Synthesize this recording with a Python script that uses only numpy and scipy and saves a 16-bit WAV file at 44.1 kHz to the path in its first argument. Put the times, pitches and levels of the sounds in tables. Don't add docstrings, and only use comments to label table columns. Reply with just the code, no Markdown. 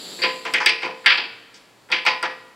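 import sys
import numpy as np
from scipy import signal
from scipy.fft import rfft, irfft, next_fast_len
from scipy.io import wavfile
from scipy.ndimage import map_coordinates

SR = 44100
rng = np.random.default_rng(int(sys.argv[2]) if len(sys.argv) > 2 else 0)


def write(x):
    x = np.atleast_2d(x).T
    wavfile.write(sys.argv[1], SR, np.round(np.clip(x, -1, 1) * 32767).astype(np.int16))


N = 112455

# start_s, relative force_db at 450, 1000, 1600, 2300, 3300, 4700 and 6500 Hz,
# extra low_bell_db, extra high_bell_db, relative tool tick_db
KNOCKS = [(.188, -34, -43.5, -32, -36, -51, -42, -42, -12, 11, -58),
          (.218, -32, -70, -23, -26, -28.5, -10.5, -52, 15, -4, -45),
          (.235, -26.5, -25.5, -18, -18, -20.5, -19.5, -30, 6.5, 14.5, -34),
          (.451, -30, -25.5, -24, -28.5, -32, -33, -26.5, -20, 8.5, -39),
          (.537, -27, -30, -12.5, -15.5, -20, -25, -18, 0.5, -20, -23.5),
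          (.602, -36.5, -21, -12.5, -23.5, -38, -22, -20, 7.5, 4, -63),
          (.660, -28, -25.5, -13.5, -10.5, -14, -12, -13.5, -8, 10.5, -13.5),
          (.693, -39.5, -37, -50, -14, -42, -13, -27, -14, -4, -30),
          (.820, -62, -33, -30, -32, -45, -26.5, -37, -7, -2, -47),
          (.830, -27.5, -24.5, -28, -23.5, -28.5, -35.5, -27, 5, 8.5, -52),
          (.858, -37, -24, -31, -39, -52, -41, -44, -14, -10, -48),
          (1.042, -54, -36, -31, -41, -43, -57, -57, 6, -1, -70),
          (1.060, -30, -21.5, -3.5, -12, -7, -11, -19.5, -3.5, 0, -25),
          (1.103, -38, -21, -10.5, -13, -17.5, -13, -35, 2, -25, -43),
          (1.174, -33, -27.5, -22, -24, -19.5, -16.5, -35, -5, -3, -44.5),
          (1.542, -64, -68, -50, -52, -47, -42, -28, -8, -3, -46),
          (1.888, -43, -47, -37, -48, -56, -62, -52, 0, -10, -58),
          (1.901, -32, -30.5, -29, -41, -37, -43, -50, 2, -11, -50),
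          (1.916, -39, -43, -20, -32, -19.5, -20, -21.5, -4, -20, -35),
          (1.922, -33.5, -26, -15.5, -13.5, -18.5, -21, -24, -0.5, 8, -66),
          (2.051, -47, -20.5, -39, -23, -37, -22, -28, 10, -8.5, -36.5),
          (2.063, -30, -14, -14.5, -12, -18.5, -13.5, -17, -1, 7, -27),
          (2.227, -29.5, -18.5, -13, -23, -27, -25.5, -23, 3, -23, -26.5)]


def amp(db):
    return 10 ** (np.asarray(db) / 20)


def along(points, hz):
    point_hz, value = np.transpose(points)
    return np.interp(np.log(hz + 1), np.log(point_hz + 1), value)


def filtered(x, response):
    size = next_fast_len(N + SR // 2)
    spectrum = rfft(x, size) * response(np.fft.rfftfreq(size, 1 / SR))
    return irfft(spectrum, size)[..., :N]


def wobble(rate_hz):
    knots = rng.standard_normal(int(N * rate_hz / SR) + 4)
    return map_coordinates(knots, [np.arange(N) * rate_hz / SR])


def rung(hz, t60_s, gains_db, scatter_db, rise_s, size):
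    t = np.arange(size) / SR
    decay_per_s = np.log(1000) / t60_s
    modes = np.exp(np.outer(2j * np.pi * hz - decay_per_s, t)).astype(np.complex64)
    modes = modes * (1 - np.exp(-np.outer(1 / rise_s, t))).astype(np.float32)
    chance = rng.standard_normal((len(gains_db), 2, len(hz)))
    strength = amp(gains_db + scatter_db * chance[:, 0])
    phase = np.exp(10j * chance[:, 1])
    return ((strength * phase).astype(np.complex64) @ modes).imag, t


def laid(rings):
    out = np.zeros(N + SR)
    for knock, ring in zip(KNOCKS, rings):
        out[round(knock[0] * SR):][:len(ring)] += ring
    return out[:N]


def workshop():
    # frequency_hz, relative level_db
    floor_points = [(15, -61), (25, -19), (110, -16.5), (156, -8), (254, -3.5), (1010, -8), (2030, -14),
                    (4680, -19.5), (9690, -25), (15700, -32.5)]
    # frequency_hz, side_over_mid_db
    floor_side = [(30, 1), (200, -7), (1000, -13.5), (5000, -13), (14000, -25)]
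    floor_rms_db = -52.5
    hum_hz, hum_peak_db, hum_waver_db = 117.5, -66, 3.5

    def colour(f):
        mid_gain = amp(along(floor_points, f))
        return mid_gain * [f > 0, amp(along(floor_side, f))]

    mid, side = filtered(rng.standard_normal((2, N)), colour)
    hum_level = amp(hum_peak_db + hum_waver_db * wobble(23.0))
    hum = hum_level * np.sin(2 * np.pi * hum_hz * np.arange(N) / SR)
    return amp(floor_rms_db) * np.array([mid, side]) / np.std(mid) + [hum, 0 * hum]


def walls(x, t60_points):
    hz, t, noise = signal.stft(rng.standard_normal(SR), SR, nperseg=256)
    decay = amp(-60 * t / along(t60_points, hz)[:, None])
    tail = signal.istft(noise * decay, SR, nperseg=256)[1]
    return signal.fftconvolve(x, tail / np.linalg.norm(tail))[:N]


def leak():
    # time_s, relative level_db
    air = [(0.0, -43.5), (0.218, -45.5), (0.56, -50.5), (0.69, -81), (0.824, -70), (1.14, -54),
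           (1.336, -67), (1.6, -68)]
    # centre_hz, width_hz (of each of two cascaded sections), gain_db
    valve = [(4510, 530, 18), (7440, 960, 12), (10330, 770, 2), (12400, 2200, -3.5)]
    # frequency_hz, gain_db
    jet = [(60, -57), (150, 12), (400, 15.5), (1000, 4), (2500, 5), (4000, 15.5), (6000, -3), (12000, -10),
           (15000, -17)]
    time_s, level_db = np.transpose(air)
    level_db = np.interp(np.arange(N) / SR, time_s, level_db)
    level = amp(level_db + 1.4 * wobble(12.0) + 0.39 * wobble(69))

    def bands(f):
        total = 0
        for k, (centre, width, gain_db) in enumerate(valve):
            section = 1j * f * width / (centre ** 2 - f * f + 1j * f * width)
            total = total + (-1) ** k * amp(gain_db) * section ** 2
        return total

    noise = rng.standard_normal((2, N))
    whistle = filtered(noise[0], bands)
    rush = filtered(noise[1], lambda f: amp(along(jet, f)))
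    return level * (whistle + rush)


def wrench():
    # frequency_hz, relative level_db, t60_s
    tool = [(4810, 4.5, 0.036), (5520, 3, 0.019), (7830, -4.5, 0.019), (8520, -3, 0.028), (9330, -7, 0.012),
            (12640, -5.5, 0.011)]
    crack_db, crack_t60_s, lowpass_hz = 2.5, 0.0043, 11200
    rise_s = 0.00051
    hz, db, t60_s = np.transpose(tool)
    tick_db = np.array(KNOCKS)[:, -1:]
    rings, t = rung(hz, t60_s, tick_db + db, scatter_db=2.5, rise_s=3.1 / hz, size=SR // 8)
    crack = np.diff(rng.standard_normal(rings.shape), prepend=0)
    crack = crack * amp(tick_db + crack_db - 60 * t / crack_t60_s)
    ticks = laid((rings + crack) * (1 - np.exp(-t / rise_s)))

    def lowpass(f):
        ratio = f / lowpass_hz
        return 1 / (1 - ratio ** 2 + 1j * ratio) ** 2

    return filtered(ticks, lowpass)


def tank(count=480):
    shell_hz = [347, 455, 515, 668, 855, 977, 1015, 1395, 1585, 1707, 1790, 1915, 2085, 2196, 2239, 2342,
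                2407, 2510, 2552, 2593, 2729, 3128, 3354, 3770, 4650]
    # relative level_db, t60_s
    shell = [(16.5, 0.21), (8, 1), (11.5, 0.72), (5.5, 0.41), (12.5, 0.28), (10, 0.39), (15, 0.29),
             (13, 0.096), (3.5, 0.21), (4, 0.37), (10, 0.12), (6.5, 0.51), (13, 0.19), (10, 0.19),
             (-4, 0.13), (6, 0.35), (-1.5, 0.66), (9, 0.31), (1.5, 0.49), (2.5, 0.56), (1, 0.61),
             (2.5, 0.32), (7, 0.32), (6, 0.21), (7, 0.24)]
    # frequency_hz, relative level_db
    crowd_levels = [(120, -17), (250, -7.5), (450, 0.5), (600, -5), (1000, 0), (1500, -6), (2300, 3),
                    (3200, 1.5), (3950, -6), (4700, -3), (5350, -8), (5900, -12.5), (6800, -19),
                    (10000, -39.5), (14000, -52)]
    # frequency_hz, t60_s
    crowd_t60 = [(200, 0.52), (700, 0.39), (2000, 0.29), (4500, 0.35), (7000, 0.18), (13000, 0.85)]
    force_hz = [450, 1000, 1600, 2300, 3300, 4700, 6500]
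    bell_hz = [515, 1015]
    bell_rise_s = [0.0068, 0.034]
    shell_db, scatter_db, t60_spread = -17, 2, 0.22
    rise_cycles, highpass_hz = 2.27, 104.4
    chatter_db, chatter_hz = 1.5, 140

    crowd_hz = 150 + 13500 * ((np.arange(count) + rng.random(count)) / count) ** 2
    strong_db, strong_t60_s = np.transpose(shell)
    hz = np.r_[shell_hz, crowd_hz]
    db = np.r_[strong_db, along(crowd_levels, crowd_hz)]
    weak_t60_s = along(crowd_t60, crowd_hz) * np.exp(t60_spread * rng.standard_normal(count))
    t60_s = np.r_[strong_t60_s, weak_t60_s]

    force_db = []
    for _, *dbs, low_db, high_db, _ in KNOCKS:
        bell_db = low_db * (hz == min(bell_hz)) + high_db * (hz == max(bell_hz))
        force_db.append(along(list(zip(force_hz, dbs)), hz) + bell_db)

    bell = np.isin(hz, bell_hz)
    rise_s = np.where(bell, np.interp(hz, bell_hz, bell_rise_s), rise_cycles / hz)
    rings, t = rung(hz, t60_s, shell_db + db + np.array(force_db), scatter_db * ~bell, rise_s, SR * 3 // 4)
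    rings = laid(rings * np.minimum(1, 10 * (t[-1] - t)))

    treble = filtered(rings, lambda f: f > 1200)
    rings = rings + treble * (amp(chatter_db * wobble(chatter_hz)) - 1)
    return filtered(rings, lambda f: (1j * f / (highpass_hz + 1j * f)) ** 2)


def scene():
    # frequency_hz, t60_s
    room = [(200, 2.55), (2000, 1.15), (5000, 1.22), (10000, 0.43)]
    # frequency_hz, t60_s
    side_room = [(200, 0.1), (2000, 0.14), (10000, 0.12)]
    # frequency_hz, gain_db
    side_colour = [(250, -19), (1000, 1.5), (4000, 5.5), (6000, 9), (8500, 2.5), (14000, 10)]
    room_db, room_side_db, left_db = -21.5, -24.5, 0.16
    near = tank() + wrench() + leak()
    room_mid = amp(room_db) * walls(near, room)
    room_side = amp(room_side_db) * walls(near, side_room)
    room_side = filtered(room_side, lambda f: amp(along(side_colour, f)))
    mid, side = [room_mid, room_side] + workshop()
    return amp([[left_db], [-left_db]]) * np.array([near + mid + side, near + mid - side])


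def record(dry):
    duck_from_db, duck_share, smoothing_s = -37, 0.16, 1
    ceiling, top_hz = .93, 15850
    keep = np.exp(-1 / (smoothing_s * SR))
    power = signal.lfilter([1 - keep], [1, -keep], np.mean(dry ** 2, axis=0))
    excess_db = np.maximum(0, 10 * np.log10(power + 1e-12) - duck_from_db)
    ducked = dry * amp(-duck_share * excess_db)
    rounded = ducked / (1 + np.abs(ducked / ceiling) ** 8) ** .125
    return filtered(rounded, lambda f: f < top_hz)


dry = scene()
out = record(dry)
write(out)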